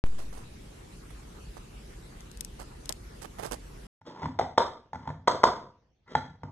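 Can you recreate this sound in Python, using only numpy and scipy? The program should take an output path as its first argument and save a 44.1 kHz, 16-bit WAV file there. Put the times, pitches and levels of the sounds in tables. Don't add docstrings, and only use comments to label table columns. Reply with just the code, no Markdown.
import sys
import numpy as np
from scipy import signal
from scipy.fft import rfft, irfft, next_fast_len
from scipy.io import wavfile
from scipy.ndimage import uniform_filter1d

SR = 44100
rng = np.random.default_rng(int(sys.argv[2]) if len(sys.argv) > 2 else 0)


def magnitude_from_level(level_db):
    exponent = np.asarray(level_db, float) / 20
    return 10 ** exponent


def unload_audio(sound):
    columns = np.transpose(np.atleast_2d(sound))
    steps = np.round(np.clip(columns, -1, 1) * 32767)
    wavfile.write(sys.argv[1], SR, steps.astype(np.int16))


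N = 287091


def unit(x):
    return x / np.sqrt(np.mean(x ** 2) + 1e-20)


def along(points, hz):
    f, v = np.transpose(points)
    return np.interp(np.log(hz + 1), np.log(f + 1), v)


def filtered(x, response):
    size = next_fast_len(x.shape[-1] + 8192)
    spectrum = rfft(x, size) * response(np.fft.rfftfreq(size, 1 / SR))
    return irfft(spectrum, size)[..., :x.shape[-1]]


def noise(spectrum, size):
    return unit(filtered(rng.standard_normal(size), lambda hz: magnitude_from_level(along(spectrum, hz))))


def add(track, s, sound):
    start = round(s * SR)
    part = track[..., start:start + sound.shape[-1]]
    part += sound[..., :part.shape[-1]]


def ring(modes, t, attack, scatter_db):
    total = np.zeros(len(t))
    for hz, db, t60 in modes:
        decay = magnitude_from_level(db + scatter_db * rng.normal() - 60 * t / t60)
        total += decay * np.sin(2 * np.pi * hz * t)
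    return (1 - np.exp(-t / attack)) * total


def placed(x, pan_db, left_lag_s):
    ear = np.array([[.5], [-.5]])
    delay_s = left_lag_s * ear + abs(left_lag_s) / 2
    return filtered(x, lambda hz: magnitude_from_level(pan_db * ear) * np.exp(-2j * np.pi * hz * delay_s))


# start_s, level_db (relative), pitch_hz, left_over_right_db
LICKS = [(2.2063, -35.5, 6160, 5), (2.3151, -37.5, 6560, 14), (2.373, -33.5, 7460, 7.5),
         (2.4084, -18, 8900, 11), (2.448, -23.5, 8700, 10), (2.8572, -29, 6600, 8.5),
         (2.8925, -15.5, 7360, 14), (2.9245, -23, 5170, 15), (3.464, -31, 7440, -17),
         (3.5205, -28.5, 8000, -21), (3.53, -36.5, 9130, -20), (3.5417, -34.5, 6500, -16)]
# frequency_hz, level_db (relative)
FIZZ = [(1500, -15.5), (3500, -6.5), (8000, -1), (12000, -5.5), (15500, -45.5)]


def licks():
    out, t = np.zeros((2, N)), np.arange(SR // 50) / SR
    for s, db, hz, pan_db in LICKS:
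        cavity = [(hz, 0, .0022), (hz * .68, -3, .0025), (hz * 1.35, -8, .002)]
        pop = ring(cavity, t, attack=.00025, scatter_db=1.5)
        spray_level = np.clip(t / 0.00068, 0, 1) * magnitude_from_level(-15 - 60 * t / 0.013)
        spray = spray_level * noise(FIZZ, len(t))
        lag_s = -.0006 * np.sign(pan_db)
        add(out, s, magnitude_from_level(db + 5) * placed(pop + spray, pan_db, lag_s))
    return out


# start_s, level_db (relative), treble_db (relative), length_s
RUSTLES = [(0.059, -39, -21, 0.012), (0.18, -43, -7.5, 0.06), (0.325, -46, -5, 0.084),
           (1.1, -43, -13, 0.015), (1.565, -40.5, -17, 0.019), (2.591, -38, -6.5, 0.039),
           (2.891, -31.5, -23, 0.021), (3.215, -37.5, -2, 0.023), (3.24, -35.5, -14, 0.021),
           (3.382, -35, -21, 0.05), (3.424, -32, -9.5, 0.056), (3.509, -30, -7, 0.041)]
# frequency_hz, level_db (relative)
DULL_BODY = [(80, -25), (200, -2), (800, 4), (1600, -9.5), (5000, -20.5)]


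def cloth_and_lick_body():
    out, t = np.zeros((2, N)), np.arange(SR // 8) / SR
    for s, db, treble_db, length in RUSTLES:
        stroke = np.clip(t / .004, 0, 1) * np.exp(-(t / length) ** 3)
        wander = unit(uniform_filter1d(rng.standard_normal(len(t)), size=50))
        clumps = stroke * magnitude_from_level(4.5 * wander)
        clumps *= np.linalg.norm(stroke) / np.linalg.norm(clumps)
        fizz = magnitude_from_level(treble_db - 3.0) * noise(FIZZ, len(t))
        rustle = clumps * (noise(DULL_BODY, len(t)) + fizz)
        rustle = filtered(rustle, lambda hz: 1 / (1 + (hz / 13500) ** 12))
        add(out, s, magnitude_from_level(db - 7.0) * placed(rustle, pan_db=-12.5, left_lag_s=.00063))
    return out


def start_thump(t):
    drain = magnitude_from_level(-17) * np.exp(-np.abs(t) / .11)
    onset = 1 + [[.4], [-1]] * np.exp(-np.abs(t) / .00025)
    jump = drain * onset * (t > 0)
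    return -filtered(jump, lambda hz: 1 / (1 + 1j * hz / 5000) ** 2)


# frequency_hz, t60_s
ROOM = [(100, 0.75), (400, 0.38), (2000, 0.4), (10000, 0.35)]


def tail(size):
    wander = unit(uniform_filter1d(rng.standard_normal(size), size=120))
    echoes = rng.standard_normal((2, size)) * magnitude_from_level(2.5 * wander)
    hz, t, z = signal.stft(echoes, SR, nperseg=256)
    decay = magnitude_from_level(-60 * t / along(ROOM, hz)[:, None])
    answer = signal.istft(z * decay, SR, nperseg=256)[1]
    answer = answer * np.clip(np.arange(answer.shape[1]) / SR / 0.0096, 0, 1) ** 2
    return answer / np.linalg.norm(answer[0])


def in_room(direct, spread):
    wet = magnitude_from_level(-2.5) * signal.fftconvolve(spread[None], tail(SR // 2), axes=1)
    return wet + np.pad(direct, (0, wet.shape[1] - len(direct)))


# start_s, level_db (relative), hollow_pitch_hz,
# flatness (0 on the rim, 1 on the base), floor_thud_db (relative to the hollow)
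TAPS = [(4.0148, -46.5, 886, 0.18, -6), (4.231, -25.5, 900, .2, -3), (4.257, -21.5, 960, 0.22, -5),
        (4.412, -22, 900, .53, -9.5), (4.932, -27, 860, 0.17, -11), (4.947, -34, 880, 0.42, -10.5),
        (4.956, -29.5, 860, 0.21, -3.5), (5.075, -26.5, 895, .05, -5), (5.0906, -31, 960, 0.21, -4),
        (5.103, -31.5, 920, .9, -6), (6.152, -10.5, 860, 0.18, -16.5), (6.434, -31.5, 900, 0.85, 1.5)]
# base_start_s, base_level_db (relative), hollow_pitch_hz,
# edge_lead_s, edge_level_db (relative)
SLAMS = [(4.3953, -17, 750, 0.0057, -20), (4.5802, -3.5, 925, 0.0036, -17), (5.2800, -4, 960, .0052, -13),
         (5.439, -0.5, 965, 0.0049, -14)]
# flatness (0-1), then wall_db, floor_thud_db, crack_db (relative to the hollow)
EDGE = (0.524, -7, -25.5, -20)
BASE = (0.74, -28, -35, -24.5)


def contacts():
    touches = []
    for s, db, hz, flat, thud_db in TAPS:
        touches.append((s, db, hz, flat, -13, thud_db, -28.5))
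    for s, db, hz, lead_s, edge_db in SLAMS:
        touches.append((s - lead_s, edge_db, 900, *EDGE))
        touches.append((s, db, hz, *BASE))
    return touches


# frequency_hz, level_db (relative), t60_s
WALL = [(1380, 0, .025), (1750, -2, .02), (1950, -3, .02)]
# frequency_hz, level_db (relative, on a flat base), t60_s
BELLY = [(532, -10, 0.029), (693, 2, 0.013), (1125, -5.5, 0.014)]
# frequency_hz, level_db (relative), t60_s
BOARDS = [(101.5, -1, 0.067), (150.7, -4, 0.096), (257, -7.5, 0.092)]
# frequency_hz, level_db (relative)
CRACK = [(2000, -18), (3300, 9.5), (6500, 1.5), (12000, -3)]


def knocks():
    out, t = np.zeros((2, N)), np.arange(SR // 4) / SR
    for s, db, hz, flat, wall_db, thud_db, crack_db in contacts():
        hollow = ring([(hz, 0, 0.031 * 0.45 ** flat)], t, attack=0.00045, scatter_db=2.0)
        belly = magnitude_from_level(-18 * (1 - flat)) * ring(BELLY, t, attack=.0006, scatter_db=1.5)
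        wall = magnitude_from_level(wall_db) * ring(WALL, t, attack=.0006, scatter_db=2.5)
        thud = magnitude_from_level(thud_db) * ring(BOARDS, t, attack=.006, scatter_db=2.5)
        crack_level = (1 - np.exp(-t / 0.00098)) * magnitude_from_level(crack_db - 60 * t / 0.027)
        rest = belly + thud + crack_level * noise(CRACK, len(t))
        spread_hollow = magnitude_from_level(-9.5 * (1 - flat)) * hollow
        spread_wall = magnitude_from_level(-4.5) * wall
        knock = in_room(hollow + wall + rest, spread_hollow + spread_wall + rest)
        add(out, s, magnitude_from_level(db + 4.5) * knock)
    return out


# wall_over_hollow_db, then a list of
# time_s, rumble_level_db (relative), hollow_level_db (relative)
STROKES = [(-13.5, [(4.05, -65, -58), (4.068, -42, -51), (4.14, -59, -55.5), (4.225, -45.5, -41),
           (4.255, -44, -48)]), (-11.5, [(4.98, -63, -60), (5.03, -59, -53.5), (5.074, -60.5, -54.5)]),
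           (2, [(6.06, -81, -78), (6.08, -58, -57), (6.11, -48.5, -61), (6.15, -50, -60)])]
# frequency_hz, level_db (relative)
SCRAPE_TONE = [(60, -26.5), (150, 3.5), (500, 0), (1100, -15.5), (3500, -21.5), (8000, -34)]


def scrape():
    out, life = np.zeros((2, N)), np.arange(SR // 20) / SR
    for wall_db, rows in STROKES:
        s, rumble_db, sing_db = np.transpose(rows)
        t = np.arange(s[0], s[-1], 1 / SR)
        judder = magnitude_from_level(3.5 * unit(uniform_filter1d(rng.standard_normal(len(t)), size=150)))

        def sing(modes):
            slips = judder * rng.standard_normal(len(t))
            return signal.fftconvolve(slips, ring(modes, life, attack=.0004, scatter_db=0))[:len(t)]

        rumble = judder * noise(SCRAPE_TONE, len(t))
        hollow = sing([(940, 0, 0.018)])
        wall = sing(WALL)
        drag = magnitude_from_level(np.interp(t, s, rumble_db)) * unit(rumble)
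        drag += magnitude_from_level(np.interp(t, s, sing_db)) * unit(hollow)
        drag += magnitude_from_level(np.interp(t, s, sing_db + wall_db)) * unit(wall)
        add(out, s[0], in_room(drag, drag))
    return out


def air(spectrum, alike, patchy_db):
    z = signal.stft(rng.standard_normal((2, N)), nperseg=512)[2]
    field = uniform_filter1d(rng.standard_normal(z.shape[1:]), size=7, axis=0)
    field = uniform_filter1d(field, size=10, axis=1)
    treble = np.clip(np.arange(len(field)) / 12, 0, 1)[:, None]
    patches = magnitude_from_level(patchy_db * unit(field) * treble)
    pair = signal.istft(z * patches, nperseg=512)[1][:, :N]

    def mid_side(hz):
        turn = np.arccos(np.clip(along(alike, hz), -1, 1)) / 2
        return magnitude_from_level(along(spectrum, hz)) * [np.cos(turn), np.sin(turn)]

    mid, side = filtered(pair, mid_side)
    return unit(np.array([mid + side, mid - side]))


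# (relative, per Hz)
NEAR_AIR = [(15, -38), (30, -7.5), (49, -0.5), (75, -12), (160, -14), (280, -20.5), (400, -20), (570, -27),
            (1300, -31), (2200, -35), (10000, -42.5), (12800, -48), (14000, -84.5)]
# frequency_hz, correlation (-1 to 1)
NEAR_ALIKE = [(100, 1), (290, 0.77), (640, -0.57), (1400, 0.082)]


def near_room():
    return magnitude_from_level(-46) * air(NEAR_AIR, NEAR_ALIKE, patchy_db=2.5)


# (relative, per Hz)
FAR_AIR = [(15, -48), (25, -13.5), (61, -3.5), (319, -22.5), (4990, -38.5), (6000, -34.5), (7800, -63.5),
           (13200, -120)]


def far_room():
    return magnitude_from_level(-71) * air(FAR_AIR, [(100, 0.99), (1000, .2)], patchy_db=4.0)


# start_s, end_s
FIRST_S = (.0395, 3.868)


def kitten():
    t = np.arange(N) / SR - FIRST_S[0]
    sound = licks() + cloth_and_lick_body() + start_thump(t) + near_room()
    return sound * ((t > 0) & (t < FIRST_S[1] - FIRST_S[0]))


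# frequency_hz, gain_db
PORT_SUM = [(40, -9.5), (80, -1), (2100, -1.5), (2700, -7.5), (3300, 4.5), (4100, -5), (4900, -18),
            (5800, 3), (7600, -2), (9500, -16), (12000, -22), (15000, -53)]
# frequency_hz, gain_db
PORT_DIFFERENCE = [(60, -40), (200, -25.5), (700, -11.5), (2000, -7.5), (5500, 6.5), (7000, -21)]


def cat():
    mid, side = knocks() + scrape()
    mid = filtered(mid, lambda hz: magnitude_from_level(along(PORT_SUM, hz)))
    side = filtered(side, lambda hz: 1j * magnitude_from_level(along(PORT_DIFFERENCE, hz)))
    sound = np.array([mid + side, mid - side]) + far_room()
    second_start_s = 4.012
    return sound * (np.arange(N) / SR > second_start_s)


def scene():
    return kitten() + cat()


def top_cut(x):
    return signal.sosfilt(signal.butter(12, 16540, fs=SR, output="sos"), x)


def record(dry):
    mix = np.clip(dry, -1, 1)
    return top_cut(mix)


dry = scene()
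out = record(dry)
unload_audio(out)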